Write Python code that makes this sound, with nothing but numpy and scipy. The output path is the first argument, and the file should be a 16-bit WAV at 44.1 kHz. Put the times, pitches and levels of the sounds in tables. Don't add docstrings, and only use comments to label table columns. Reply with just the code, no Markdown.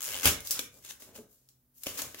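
import sys
import numpy as np
from scipy import signal
from scipy.fft import rfft, irfft
from scipy.io import wavfile
from scipy.ndimage import uniform_filter1d

SR = 44100
rng = np.random.default_rng(int(sys.argv[2]) if len(sys.argv) > 2 else 0)


def inscribe(sig):
    pcm = np.round(np.clip(np.atleast_2d(sig).T, -1, 1) * 32767)
    wavfile.write(sys.argv[1], SR, pcm.astype(np.int16))


N = 97020
T = np.arange(N) / SR

# time_s, jerks_per_s, level_db, body_db, middle_db, unevenness (0 to 1)
CREAK_PATH = [(.007, 81.8, -29.5, -17, -0.5, 0.02), (0.026, 136, -24.5, -18, -6.5, 0.03),
              (0.059, 135, -26.5, -17, -6, 0.03), (0.085, 102, -29, -2.5, -4.5, 0.27),
              (0.129, 103.7, -28, -1.5, 1.5, .2), (0.177, 86, -28.5, -8.5, -1.5, .05),
              (0.236, 100, -31, -3.5, -1, 0.08)]
# peak_s, level_db, rise_s, fall_s, body_db, middle_db
BEAD_RUBS = [(.135, -46, 0.087, 0.083, 6, 6), (.243, -26.5, .011, 0.022, 0, -6),
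             (.261, -23, 0.012, 0.0089, 5.5, -2), (0.278, -22, 0.015, 0.018, 0.5, 1.5),
             (.478, -40.5, 0.035, 0.069, -14, -10), (0.512, -24.5, 0.0037, 0.01, -20, -12),
             (0.591, -45.5, 0.11, 0.021, -0.5, 3.5), (.772, -56.5, 0.042, 0.027, 8.5, -41),
             (0.868, -51, 0.04, 0.023, -16, -1), (0.912, -44.5, 0.026, 0.015, -4, -2.5),
             (1.027, -48.5, 0.027, 0.023, 3, -9), (1.085, -62, 0.036, 0.083, 18, -25),
             (1.168, -46, 0.019, 0.012, 7.5, -11), (1.335, -67, 0.058, 0.12, -7, -12),
             (1.785, -61, 0.031, 0.045, -13.5, -10.5), (1.838, -53, 0.022, 0.019, -8, -9),
             (1.87, -38.5, 0.012, 0.045, 4, -3), (1.944, -44.5, 0.0095, 0.15, 2.5, -4),
             (1.979, -33.5, 0.005, 0.011, -19, -1), (1.992, -31.5, 0.0035, 0.01, -0.5, 3),
             (2.05, -60, 0.008, 0.015, 20, -15), (2.197, -45.5, 0.022, 0.024, -2, 0.5)]
# peak_s, level_db, fall_s, body_db, middle_db
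FOAM_SNAPS = [(0.256, -12, 0.0029, -6.5, 3.5), (0.2678, -34, 0.0016, -2, 12), (0.273, -15, .002, 4, -30),
              (0.4052, -30, 0.0011, -15, -15), (0.4727, -22.5, 0.00057, -25, -28),
              (0.5091, -14, 0.0012, -14, -38), (0.5164, -18, 0.00082, -14, -18),
              (0.5923, -23, 0.0033, -0.5, -1), (0.7423, -44.5, 0.00078, -1, -29),
              (0.8489, -37.5, 0.0021, 4, -12), (1.0218, -42, 0.00089, -0.5, 9.5),
              (1.188, -53.5, 0.0023, 24.5, -17), (1.4885, -49.5, 0.0031, -23, -11),
              (1.8353, -29.5, 0.0024, -13.5, -8), (1.868, -30.5, 0.0025, -6, 9),
              (2.0189, -24.5, 0.003, -1, -6), (2.1454, -37.5, 0.0024, 8, 5.5)]
BAND_LIKENESS = [1, .5, 0.13]
# pitch_hz, width_hz, gain_db
SHEET_TONE = [(350, 110, -0.5), (480, 370, 2.5), (858, 920, -7.5), (1530, 300, 3.5), (1790, 410, -2),
              (2780, 1400, 2.5), (4490, 830, -3.5), (6970, 1500, 2), (8430, 690, -3.5)]
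# peak_s, level_db, rise_s, fall_s
FRAME_SHOVES = [(.15, -57, 0.06, 0.097), (.278, -38, 0.008, 0.021), (.38, -52, .03, 0.069),
                (0.59, -64, 0.058, 0.2), (1.19, -68, 0.21, 0.085), (1.888, -55.5, 0.016, 0.059),
                (2.06, -57.5, 0.041, 0.071)]
# centre_s, pitch_hz, gain_db
BRIEF_RINGS = [(.18, 3130, 6.5), (.265, 2600, 7.5), (.275, 1453, 4), (.595, 3840, 7.5), (.595, 1340, 5.5),
               (.595, 840, 6.5), (.905, 3500, 11), (.905, 6450, 7), (1.165, 2600, 9.5), (1.335, 13000, 9.5),
               (1.775, 13000, 10.5), (1.875, 2500, 6), (2.147, 2630, 6)]
# start_s, level_db
FRAME_THUDS = [(.257, -30), (.2685, -26.5)]
# pitch_hz, level_db, ring_s (the time to fade by 60 dB)
FRAME_NOTES = [(79, 0, 0.14), (110, -5.5, 0.13), (173.5, -5, 0.09), (255, -3, .065)]
# start_s, level_db, pitch_hz, ring_s
SHEET_TAPS = [(1.1843, -43.5, 428, 0.14), (1.8687, -25, 560, 0.015)]
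# pitch_ratio, level_db
TAP_NOTES = [(.56, 2), (.8, -11), (0.999, 3.5), (1.3, -11), (2.05, -14.5)]
# pitch_hz, ring_s, likeness (of left and right, 0 to 1)
ROOM_ECHO = [(100, 0.22, 0.71), (300, 0.31, 0.98), (736, 0.35, 0.49), (2000, 0.34, 0.6), (6000, 0.23, .05),
             (15000, 0.19, .05)]
# pitch_hz, gain_db (added to AIR_DB)
AIR_TONE = [(25, -14), (60, -0.5), (130, -10), (260, -11.5), (1000, -24.5), (3000, -31), (9000, -27),
            (15000, -16)]
# pitch_hz, level_db
HUM_NOTES = [(129, -73.5), (246, -82)]

JERK_FALL_S, CRACK_RISE_S = 0.0011, 0.00035
BODY_LOW_HZ, BODY_TOP_HZ, MIDDLE_TOP_HZ, SHEET_TOP_HZ = 153, 846, 4070, 0.45 * SR
CLUMP_S = 0.0024
SHUDDER_BAND_HZ, SHUDDER_SIDE_DB = [50.3, 124], -10.5
RING_HOLD_S = 0.05
LEFT_DB, LEFT_LEAD_S, CENTRED_BELOW_HZ = 3, 0.00008, 620
FOAM_ECHO_DB, KNOCK_ECHO_DB, ECHO_BUILD_S = -0.5, -14, 0.00043
AIR_DB, HUM_WAVER_HZ = -52, 6.3


def from_db(db):
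    return 10 ** (np.asarray(db) / 20)


def butter(x, hz, kind, order=2):
    return signal.sosfilt(signal.butter(order, hz, kind, fs=SR, output="sos"), x + 1e-18)


def at_hz(table, hz, column=1):
    table = np.array(table)
    return np.interp(np.log(hz), np.log(table[:, 0]), table[:, column])


def swell(peak_s, rise_s, fall_s):
    return np.exp(-(np.minimum(T - peak_s, 0) / rise_s) ** 2 - np.maximum(T - peak_s, 0) / fall_s)


def spread(mid, side, likeness):
    return np.sqrt((1 + likeness) / 2) * mid + np.sqrt((1 - likeness) / 2) * np.array([side, -side])


def noise_bands(size):
    hz = np.arange(size // 2 + 1) * SR / size
    edges_hz = 20 * 2 ** (np.arange(31) / 3)
    white = rfft(rng.standard_normal((2, size)))
    for low, high in zip(edges_hz, edges_hz[1:]):
        mid, side = irfft(white * ((hz >= low) & (hz < high)), size)
        centre_hz = np.sqrt(low * high)
        yield centre_hz, spread(mid, side, at_hz(ROOM_ECHO, centre_hz, column=2))


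def bead_slips(events, grain_db, clump_db):
    signs = rng.choice([-1, 1], (2, N))
    sizes = np.minimum(rng.exponential(1, (2, N)), 4)
    clumps = np.clip(rng.standard_normal(N), -2, 2)
    clumps = np.interp(T / CLUMP_S, np.arange(N), clumps)
    swarm = signs * from_db(grain_db * sizes + clump_db * clumps)
    energy = np.mean(swarm ** 2, axis=0)
    power = 0
    for peak_s, db, rise_s, fall_s, body_db, middle_db in events:
        shape = swell(peak_s, rise_s, fall_s) ** 2
        shape *= np.sum(shape) / (np.sum(shape * energy) + 1e-20)
        band_gains = from_db(db + np.array([body_db, middle_db, 0]))
        power = power + band_gains[:, None] ** 2 * shape
    likeness = np.array(BAND_LIKENESS)[:, None, None]
    return np.sqrt(power)[:, None] * spread(swarm[0], swarm[1], likeness)


def creak():
    times, *columns = np.transpose(CREAK_PATH)
    now_s, jerks = times[0], []
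    for late, strong in rng.standard_normal((45, 2)):
        rate, db, body_db, middle_db, uneven = [np.interp(now_s, times, column) for column in columns]
        if now_s < times[-1]:
            jerk_db = db + 6 * uneven * strong
            jerks.append((now_s, jerk_db, CRACK_RISE_S, JERK_FALL_S, body_db, middle_db))
        now_s += np.exp(uneven * late) / rate
    return jerks


def foam_sheet(body, middle, treble):
    sound = (butter(body, [BODY_LOW_HZ, BODY_TOP_HZ], "band")
             - butter(middle, [BODY_TOP_HZ, MIDDLE_TOP_HZ], "band")
             + butter(treble, MIDDLE_TOP_HZ, "high", order=4))
    for hz, width_hz, db in SHEET_TONE:
        gain, width = from_db(db / 2), np.tan(np.pi * width_hz / SR)
        tuning = -2 * np.cos(2 * np.pi * hz / SR)
        sound = signal.lfilter([1 + width * gain, tuning, 1 - width * gain],
                               [1 + width / gain, tuning, 1 - width / gain], sound)
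    return butter(sound, SHEET_TOP_HZ, "low", order=1)


def background():
    sound = sum(from_db(AIR_DB + at_hz(AIR_TONE, hz)) * noise for hz, noise in noise_bands(N))
    wavers = butter(rng.standard_normal((len(HUM_NOTES), N)), HUM_WAVER_HZ, "low")
    for (hz, db), waver in zip(HUM_NOTES, wavers):
        sound += from_db(db) * (1 + 0.5 * waver / waver.std()) * np.sin(2 * np.pi * hz * T)
    return sound


def rubs():
    return bead_slips(BEAD_RUBS, grain_db=4, clump_db=3)


def shudder():
    mid, side = butter(rng.standard_normal((2, N)), SHUDDER_BAND_HZ, "band")
    level = sum(from_db(db) * swell(peak_s, rise_s, fall_s) for peak_s, db, rise_s, fall_s in FRAME_SHOVES)
    mid = mid / np.sqrt(uniform_filter1d(mid ** 2, size=2048) + 1e-20)
    side = from_db(SHUDDER_SIDE_DB) * side / side.std()
    return level * np.array([mid + side, mid - side])


def brief_rings(foam):
    sound = 0
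    for centre_s, hz, db in BRIEF_RINGS:
        moment = np.exp(-((T - centre_s) / RING_HOLD_S) ** 4)
        ringing = signal.lfilter(*signal.iirpeak(hz, Q=3.5, fs=SR), foam * moment + 1e-18)
        sound = sound + (from_db(db) - 1) * ringing
    return sound


def snaps():
    return [(peak_s, db, CRACK_RISE_S, fall_s, body_db, middle_db)
            for peak_s, db, fall_s, body_db, middle_db in FOAM_SNAPS]


def knock(start_s, level_db, notes, contact_s):
    age_s = np.maximum(T - start_s, 0)
    ringing = sum(from_db(level_db + db - 60 * age_s / ring_s) * np.sin(2 * np.pi * hz * age_s)
                  for hz, db, ring_s in notes)
    return (1 - np.exp(-age_s / contact_s)) * ringing


def thuds():
    return sum(knock(start_s, db, FRAME_NOTES, contact_s=0.00092) for start_s, db in FRAME_THUDS)


def taps():
    sound = 0
    for start_s, level_db, hz, ring_s in SHEET_TAPS:
        notes = [(hz * ratio, db, ring_s) for ratio, db in TAP_NOTES]
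        sound = sound + knock(start_s, level_db, notes, contact_s=0.0013)
    return sound


def place_left(sound):
    sound = np.array([sound[0], np.roll(sound[1], int(LEFT_LEAD_S * SR))])
    bass = butter(sound, CENTRED_BELOW_HZ, "low", order=1)
    return bass + (sound - bass) * from_db([[LEFT_DB / 2], [-LEFT_DB / 2]])


def room_echo(sound):
    age_s, tail = T[:N // 3], 0
    for hz, noise in noise_bands(len(age_s)):
        shape = (1 - np.exp(-age_s / ECHO_BUILD_S)) * from_db(-60 * age_s / at_hz(ROOM_ECHO, hz))
        tail = tail + noise * shape / np.sqrt(np.sum(shape ** 2))
    spectrum = rfft(tail, N)
    spectrum /= np.sqrt(uniform_filter1d(np.abs(spectrum) ** 2, size=60) + 0.01)
    even_tail = irfft(spectrum, N)[:, :len(age_s)]
    return signal.fftconvolve(sound, even_tail, axes=1)[:, :N]


def scene():
    cracks = bead_slips(creak() + snaps(), grain_db=3.5, clump_db=0)
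    foam = foam_sheet(*(cracks + rubs()))
    knocks = thuds() + taps()
    direct = place_left(foam + brief_rings(foam) + knocks + shudder())
    echo = room_echo(from_db(FOAM_ECHO_DB) * foam + from_db(KNOCK_ECHO_DB) * knocks)
    return direct + echo + background()


def record(dry):
    cutoff_hz = 15800
    return signal.sosfilt(signal.ellip(10, 0.2, 80, cutoff_hz, fs=SR, output="sos"), dry)


dry = scene()
out = record(dry)
inscribe(out)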